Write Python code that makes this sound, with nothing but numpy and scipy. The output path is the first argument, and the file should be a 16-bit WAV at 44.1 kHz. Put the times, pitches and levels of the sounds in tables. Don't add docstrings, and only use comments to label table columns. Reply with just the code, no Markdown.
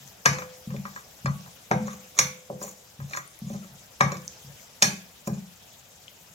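import sys
import numpy as np
from scipy import signal
from scipy.fft import rfft, irfft, next_fast_len
from scipy.io import wavfile

SR = 44100
rng = np.random.default_rng(int(sys.argv[2]) if len(sys.argv) > 2 else 0)


def bounce(signal):
    frames = np.transpose(np.atleast_2d(signal))
    limited = np.clip(frames, -1, 1)
    pcm = np.round(limited * 32767).astype(np.int16)
    wavfile.write(sys.argv[1], SR, pcm)


def volts_from_db(level):
    exponent = np.asarray(level, float) / 20
    return 10 ** exponent


N = 279573

# t/s, strength at the centre pitch/dB, centre pitch of the contact f/Hz,
# fall away from it/dB per octave, level of the humming rim/dB
KNOCKS = [(0.2574, -11, 1910, 6.5, -39), (0.3326, -33, 700, 2, -37.5), (0.385, -31, 1210, 5, -39),
          (0.4209, -31, 1160, 12, -56), (0.7043, -42, 990, 7, -47.5), (0.7404, -23, 537, 29, -51),
          (0.7644, -41.5, 2430, 15.5, -62), (0.853, -28.5, 1140, 15, -62), (0.9616, -32.5, 1380, 12, -70),
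          (0.9744, -35.5, 1170, 31, -83), (1.258, -24, 1170, 8, -56.5), (1.2615, -31, 2420, 13, -70),
          (1.2794, -26, 1100, 36, -68), (1.4605, -40, 950, 20, -80), (1.7127, -12.5, 590, 8, -37),
          (1.721, -33.5, 2400, 30, -67), (1.7459, -39, 850, 10, -35.5), (1.8808, -29.5, 1190, 25, -37.5),
          (2.1888, -12.5, 4200, 5.5, -38), (2.5001, -18, 556, 29, -39), (2.615, -29, 556, 8, -73),
          (2.6403, -26, 570, 29, -74), (2.6783, -38, 600, 9, -74), (3.0011, -38, 830, 8.5, -77),
          (3.1339, -23.5, 2430, 20, -86), (3.15, -31, 1210, 20, -77), (3.1716, -26, 1400, 9, -71),
          (3.5013, -30, 524, 26, -62), (3.5448, -29, 553, 23, -71), (4.0075, -12, 1240, 8, -62),
          (4.0394, -27, 547, 12, -43), (4.119, -32.5, 900, 3, -40), (4.1694, -44, 554, 1, -49),
          (4.8229, -10.5, 3500, 5.5, -56), (5.2739, -15.5, 547, 21.5, -56)]


def rms_one(x):
    return x / np.sqrt(np.mean(x ** 2) + 1e-20)


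def at_hz(points, hz):
    table = np.array(points)
    return np.interp(np.log(hz), np.log(table[:, 0]), table[:, 1])


def band(x, low_hz, high_hz):
    limits = [low_hz, min(high_hz, .45 * SR)]
    return signal.sosfilt(signal.butter(2, limits, "band", fs=SR, output="sos"), x)


def drift(rate_hz):
    r = np.exp(-2 * np.pi * rate_hz * 40 / SR)
    noise = rng.standard_normal(N // 40 + 2002)
    slow = signal.lfilter([1], [1, -2 * r, r * r], noise)[2000:]
    return np.interp(np.arange(N) / 40, np.arange(len(slow)), rms_one(slow))


def ring(clicks, hz, t60_s):
    r = np.exp(-np.log(1000) / (t60_s * SR))
    w = 2 * np.pi * hz / SR
    return signal.lfilter([0, np.sin(w)], [1, -2 * r * np.cos(w), r * r], clicks + 1e-18)


def grains(per_s, spread_db):
    sizes = volts_from_db(spread_db * np.minimum(rng.exponential(1, N), 5)) * rng.choice([-1, 1], N)
    return rms_one(sizes * (rng.random(N) < per_s / SR))


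def sides(left_right_db):
    return volts_from_db(np.multiply.outer([.5, -.5], left_right_db))


def two_ports(x):
    # f/Hz, phase/radians
    port_lead = [(0, 0), (780, 1.05), (2500, 5), (4310, 6.5), (5680, 12.7), (7410, 12), (8960, 13),
                 (12900, 6.5), (16400, 7)]
    # f/Hz, left-right/dB
    port_balance = [(300, 0.5), (700, 0.5), (1290, 2.5), (2380, 1.5), (4400, -7.5), (8120, 3.5), (15000, 3)]
    size = next_fast_len(N + 512)
    hz = np.arange(size // 2 + 1) * SR / size
    lead = np.interp(hz, *np.transpose(port_lead))
    lag = np.exp(-1j * np.outer([0, 1], lead))
    port = sides(at_hz(port_balance, hz + 1)) * lag
    return irfft(rfft(x, size) * port, size)[:, :N]


def sizzle(patchy_db=2.2, fizz_share=0.075):
    # f/Hz, relative level per Hz/dB
    colour = [(18, -59), (30, -3), (103, 3), (221, -1.5), (280, -11), (554, -2), (801, -2.5), (988, -8),
              (1810, -9), (2290, -8.5), (3220, -6), (4300, -10), (6550, -4), (8520, -17), (16000, -11)]
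    # t/s, level/dB
    level_points = [(0.0, -52), (0.39, -51.5), (2.22, -52), (2.44, -55), (4.34, -52), (5.44, -54.5),
                    (6.34, -54)]
    # f/Hz, likeness (1 = same)
    likeness = [(60, 0.87), (130, 1), (290, 0.67), (640, 0.34), (1410, 0.027), (3100, 0.049), (6820, 0.27),
                (15000, 0.53)]
    # f/Hz, left-right/dB
    balance = [(60, -2.5), (130, 4.5), (290, -5.5), (640, 0), (1410, 6.5), (3100, 0), (6820, 3.5),
               (15000, 6.5)]
    out, together = 0, drift(3)
    edges_hz = 30 * 2 ** np.arange(0, 9.3, 1 / 3)
    white = rng.standard_normal((2, 2, N))
    white[:, 0] += fizz_share * grains(1500, spread_db=2.0)
    for k, (low, high) in enumerate(zip(edges_hz, edges_hz[1:])):
        mid, side = band(white[k % 2], low, high)
        hz = np.sqrt(low * high)
        alike = np.clip(at_hz(likeness, hz), -.98, .98)
        waver_db = patchy_db * (0.22 * together + drift(21))
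        gain = volts_from_db(at_hz(colour, hz) + waver_db)
        pair = np.sqrt(1 + alike) * mid + np.sqrt(1 - alike) * side * [[1], [-1]]
        out = out + gain * pair * sides(at_hz(balance, hz))[:, None]
    out = rms_one(out)
    s, level_db = np.transpose(level_points)
    level = volts_from_db(np.interp(np.arange(N) / SR, s, level_db))
    return out * level / np.std(band(out, 2500, 15000))


def after_ring(x, alike_below_hz=400):
    # f/Hz, time to fall by 60 dB/s
    fade_times = [(100, 0.24), (260, 0.41), (700, 0.35), (1840, 0.41), (4850, 0.35), (12800, 0.31)]
    t = np.arange(SR // 2) / SR
    edges_hz = 60 * 2 ** np.arange(0, 8.6, .5)
    shared, *own = rng.standard_normal((3, len(t)))
    response = 0
    for low, high in zip(edges_hz, edges_hz[1:]):
        alike = np.clip(0.093 + 0.925 / (1 + (low / alike_below_hz) ** 2), 0, 1)
        white = np.sqrt(alike) * shared + np.sqrt(1 - alike) * np.array(own)
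        fade = np.exp(-np.log(1000) * t / at_hz(fade_times, np.sqrt(low * high)))
        response = response + band(white, low, high) * fade
    response = response / np.sqrt(np.sum(response ** 2) / 2)
    return signal.fftconvolve(x, response, axes=1)[:, :N]


def spits(cycles=16.0):
    # t/s, level/dB, f/Hz, left-right/dB
    bursts = [(0.077, -32, 6440, 21), (0.0867, -30, 6500, -8), (1.4087, -29, 5800, -3),
              (2.9005, -36, 6710, 1), (3.2773, -28, 9700, 14), (3.3907, -25, 11500, 11),
              (4.2194, -33, 7060, 6), (4.2789, -10, 6130, -1), (4.3654, -47, 6770, 0),
              (4.5974, -37, 2190, 13), (4.6694, -50, 6270, -7), (6.081, -24, 3080, 10)]
    t = np.arange(900) / SR
    out = np.zeros((2, N + len(t)))
    for s, level_db, hz, left_right_db in bursts:
        rise = np.minimum(1, t * hz / 2)
        fall = np.exp(-np.log(1000) * t * hz / cycles)
        pop = np.sin(2 * np.pi * hz * t) * rise * fall
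        start = round(s * SR)
        out[:, start:start + len(t)] += volts_from_db(level_db) * np.outer(sides(left_right_db), pop)
    return out[:, :N]


def stove_boom(reach_octaves=0.36, swell_s=0.0096, t60_s=0.29):
    # t/s, level/dB, centre f/Hz
    pushes = [(0.004, -46.5, 146), (0.262, -21.5, 152), (0.673, -25.5, 172.3), (0.745, -28, 177),
              (0.858, -45.5, 188), (1.247, -19, 150), (1.711, -18.5, 177), (1.801, -25.5, 225),
              (1.925, -46, 215), (2.2, -30.5, 158), (2.502, -34, 176), (2.616, -43.5, 215),
              (2.992, -29.5, 136), (3.148, -48, 145), (3.419, -27.5, 179), (3.503, -27, 202),
              (3.7, -45, 157), (4.011, -18.5, 159.5), (4.131, -39, 175), (4.446, -40, 138),
              (4.826, -24, 186), (5.273, -21.5, 187), (5.33, -44, 166)]
    # f/Hz, relative level/dB
    stove_modes = [(62, 7), (82, 9), (108, 7), (140, 6.5), (158, -0.5), (175, 4), (193, 1), (210, 1.5)]
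    t = np.arange(SR) / SR
    out = np.zeros(N + SR)
    shape = (1 - np.exp(-t / swell_s)) * np.exp(-np.log(1000) * t / t60_s)
    shape = shape / shape.max()
    for s, level_db, centre_hz in pushes:
        gains = [volts_from_db(db) / (1 + (np.log2(hz / centre_hz) / reach_octaves) ** 2) for hz, db in stove_modes]
        tone = sum(g * np.sin(2 * np.pi * hz * t) for g, (hz, db) in zip(gains, stove_modes))
        start = round(s * SR)
        out[start:start + SR] += volts_from_db(level_db) * shape * tone / np.hypot.reduce(gains)
    return out[:N]


def scrape_stroke(swing_db=20):
    # t of greatest pressure/s, level/dB, time to press on/s, time to let go/s,
    # brightness/dB per octave; pressure climbs and falls by swing_db in those times (2 ms at least)
    strokes = [(0.862, -53.5, .01, 0.044, 4), (0.96, -56.5, .05, 0.088, 2.5), (1.884, -46, 0.079, 0.11, 0),
               (2.179, -36.5, 0.022, 0.0053, 0.5), (2.629, -42, 0.031, 0.12, 5),
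               (3.135, -44, 0.065, 0.066, 1), (3.171, -42, 0.024, 0.035, 6), (3.534, -49, 0.13, 0.082, 1),
               (3.624, -51.5, .015, 0.079, -1.5), (4.123, -44, 0.013, 0.054, -3.5),
               (5.277, -38.5, 0.016, .015, 3.5), (5.345, -50.5, 0.034, .015, 2.5)]
    t, gain, bright = np.arange(N) / SR, np.zeros(N), np.zeros(N)
    for s, level_db, press_s, release_s, tilt_db in strokes:
        away = np.maximum((s - t) / max(press_s, .002), (t - s) / max(release_s, .002))
        stroke = volts_from_db(level_db - swing_db * np.minimum(away, 9))
        bright[stroke > gain] = tilt_db
        gain = np.maximum(gain, stroke)
    return gain, bright


def blow_db(hz, top_octaves=0.33):
    _, peak_db, centre_hz, fall_db, _ = np.transpose(KNOCKS)
    away = np.hypot(np.log2(hz / centre_hz), top_octaves) - top_octaves
    return peak_db - fall_db * away


def knock_samples():
    return np.round(np.array(KNOCKS)[:, 0] * SR).astype(int)


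def rim_hum(hz=508.5, t60_s=0.94):
    clicks = np.zeros(N)
    clicks[knock_samples()] = volts_from_db(np.array(KNOCKS)[:, 4])
    return ring(clicks, hz, t60_s)


def ringing_modes(pressure, bright, modes_db=-11, clack_db=-5, scrape_db=-44, rasp_db=-30, own=0.45):
    # f/Hz, level/dB, time to fall by 60 dB/s
    pan_modes = [(337.6, 0, 0.21), (427, 1, 0.12), (530, -18.5, 0.21), (796, -6, 0.15), (953, -9, 0.15),
                 (1028, 3, 0.13), (1145, 2, 0.023), (1225, 1.5, 0.12), (1313, -7, 0.18), (1620, 6.5, 0.12),
                 (1830, 7, 0.078), (1904, -5, 0.45), (1977, -4, 0.18), (2250, -19, 0.4), (2370, -2, 0.13),
                 (3500, -1, 0.067), (3835, -12, 0.4), (4254, -3.5, 0.21), (5075, 8.5, 0.065),
                 (5560, 0, 0.18), (5667, 1.5, 0.18), (5970, -6.5, 0.21), (6160, -1, 0.41), (6500, -9, 0.16),
                 (6760, -2, 0.082), (6705, 10.5, 0.054), (7950, -2, 0.07), (9500, -17.5, .2)]
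    # f/Hz, level/dB, time to fall by 60 dB/s
    bowl_modes = [(410, -2, 0.035), (564, 1, 0.05), (798, -2, 0.069), (1120.6, 5, 0.037),
                  (1330, 7.5, 0.012), (2157, 5, 0.012), (2480, 5.5, 0.011), (3100, -15, 0.011),
                  (3580, 3.5, 0.012), (4130, -1.5, 0.018), (6160, -7, 0.12), (6250, 12.5, 0.0061),
                  (7010, 10.5, 0.014), (7570, -21, 0.021)]
    at = knock_samples()
    modes = pan_modes + bowl_modes
    rub = pressure * grains(900, spread_db=3.5) * volts_from_db(3 * drift(30))
    spot_db = rng.normal(0, 1.5, (len(at), len(modes)))
    long, short = np.zeros((2, 2, N))
    for k, (hz, level_db, t60_s) in enumerate(modes):
        bowl = k >= len(pan_modes)
        t60_s = min(t60_s, .27 if hz > 1300 else .4)
        rub_db = bright * np.log2(hz / 4000) + 2.6 * drift(14) + (rasp_db if bowl else scrape_db)
        force = rub * volts_from_db(rub_db)
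        force[at] += volts_from_db(blow_db(hz) + spot_db[:, k] + (clack_db if bowl else modes_db))
        depth = .8 * min(1, (hz / 1400) ** 2)
        unlike = np.array([drift(24.4), drift(43)])
        beat = 1 + depth * ((1 - own) * drift(34.5) + own * unlike)
        sound = (-1) ** k * volts_from_db(level_db) * ring(force, hz, t60_s) * beat
        if bowl:
            short += sound
        else:
            long += sound
    return long, short


def crash_and_drag_hiss(pressure, bright, crash_db=-7, hardening=0.79, drag_db=-18.5):
    # f/Hz, level/dB
    crash_colour = [(400, 0), (620, 2.5), (1000, 1), (1600, 1), (2300, 2.5), (3200, -9.5), (4200, -7.5),
                    (4750, -8), (5700, 11.5), (7000, 0.5), (9000, -2), (14000, 0)]
    at = knock_samples()
    grit = volts_from_db(3.9 * drift(90))
    strength_db = np.array(KNOCKS)[:, 1] + 12
    rise, fall = np.exp(-1 / (0.00098 * SR)), np.exp(-1 / (0.0036 * SR))
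    crash, drag = 0, 0
    for hz in 400 * 1.2 ** np.arange(21):
        colour_db = at_hz(crash_colour, hz)
        start = np.zeros(N)
        start[at] = volts_from_db(blow_db(hz) + colour_db + crash_db + hardening * strength_db)
        start[at - round(.0045 * SR)] = volts_from_db(-18.0) * start[at]
        hiss = rms_one(band(rng.standard_normal(N), hz / np.sqrt(1.2), hz * np.sqrt(1.2)))
        burst = signal.lfilter([1 - rise], np.convolve([1, -rise], [1, -fall]), start + 1e-18)
        crash = crash + hiss * burst
        drag = drag + volts_from_db(drag_db + colour_db + bright * np.log2(hz / 4000)) * hiss * pressure * grit
    return crash, drag


def ladle_on_pan():
    pressure, bright = scrape_stroke()
    long, short = ringing_modes(pressure, bright)
    crash, drag = crash_and_drag_hiss(pressure, bright)
    return long + rim_hum(), short + drag, crash


def scene():
    long, short, crash = ladle_on_pan()
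    boom, pops = stove_boom(), spits()
    tail = after_ring(volts_from_db(0.5) * crash + volts_from_db(-6) * short + volts_from_db(-5) * pops + volts_from_db(-2.5) * boom)
    from_pan = two_ports(long + short + crash + pops + tail)
    return from_pan + boom * sides(1.0)[:, None] + sizzle()


def band_limit(x):
    return signal.sosfilt(signal.butter(12, 16810, fs=SR, output="sos"), x)


def record(dry):
    x = signal.sosfilt(signal.butter(2, 50, "high", fs=SR, output="sos"), dry)
    x = x / (1 + (x / .93) ** 4) ** .25
    x = signal.sosfilt(signal.ellip(8, .5, 40, 16100, fs=SR, output="sos"), x)
    return band_limit(x)


dry = scene()
out = record(dry)
bounce(out)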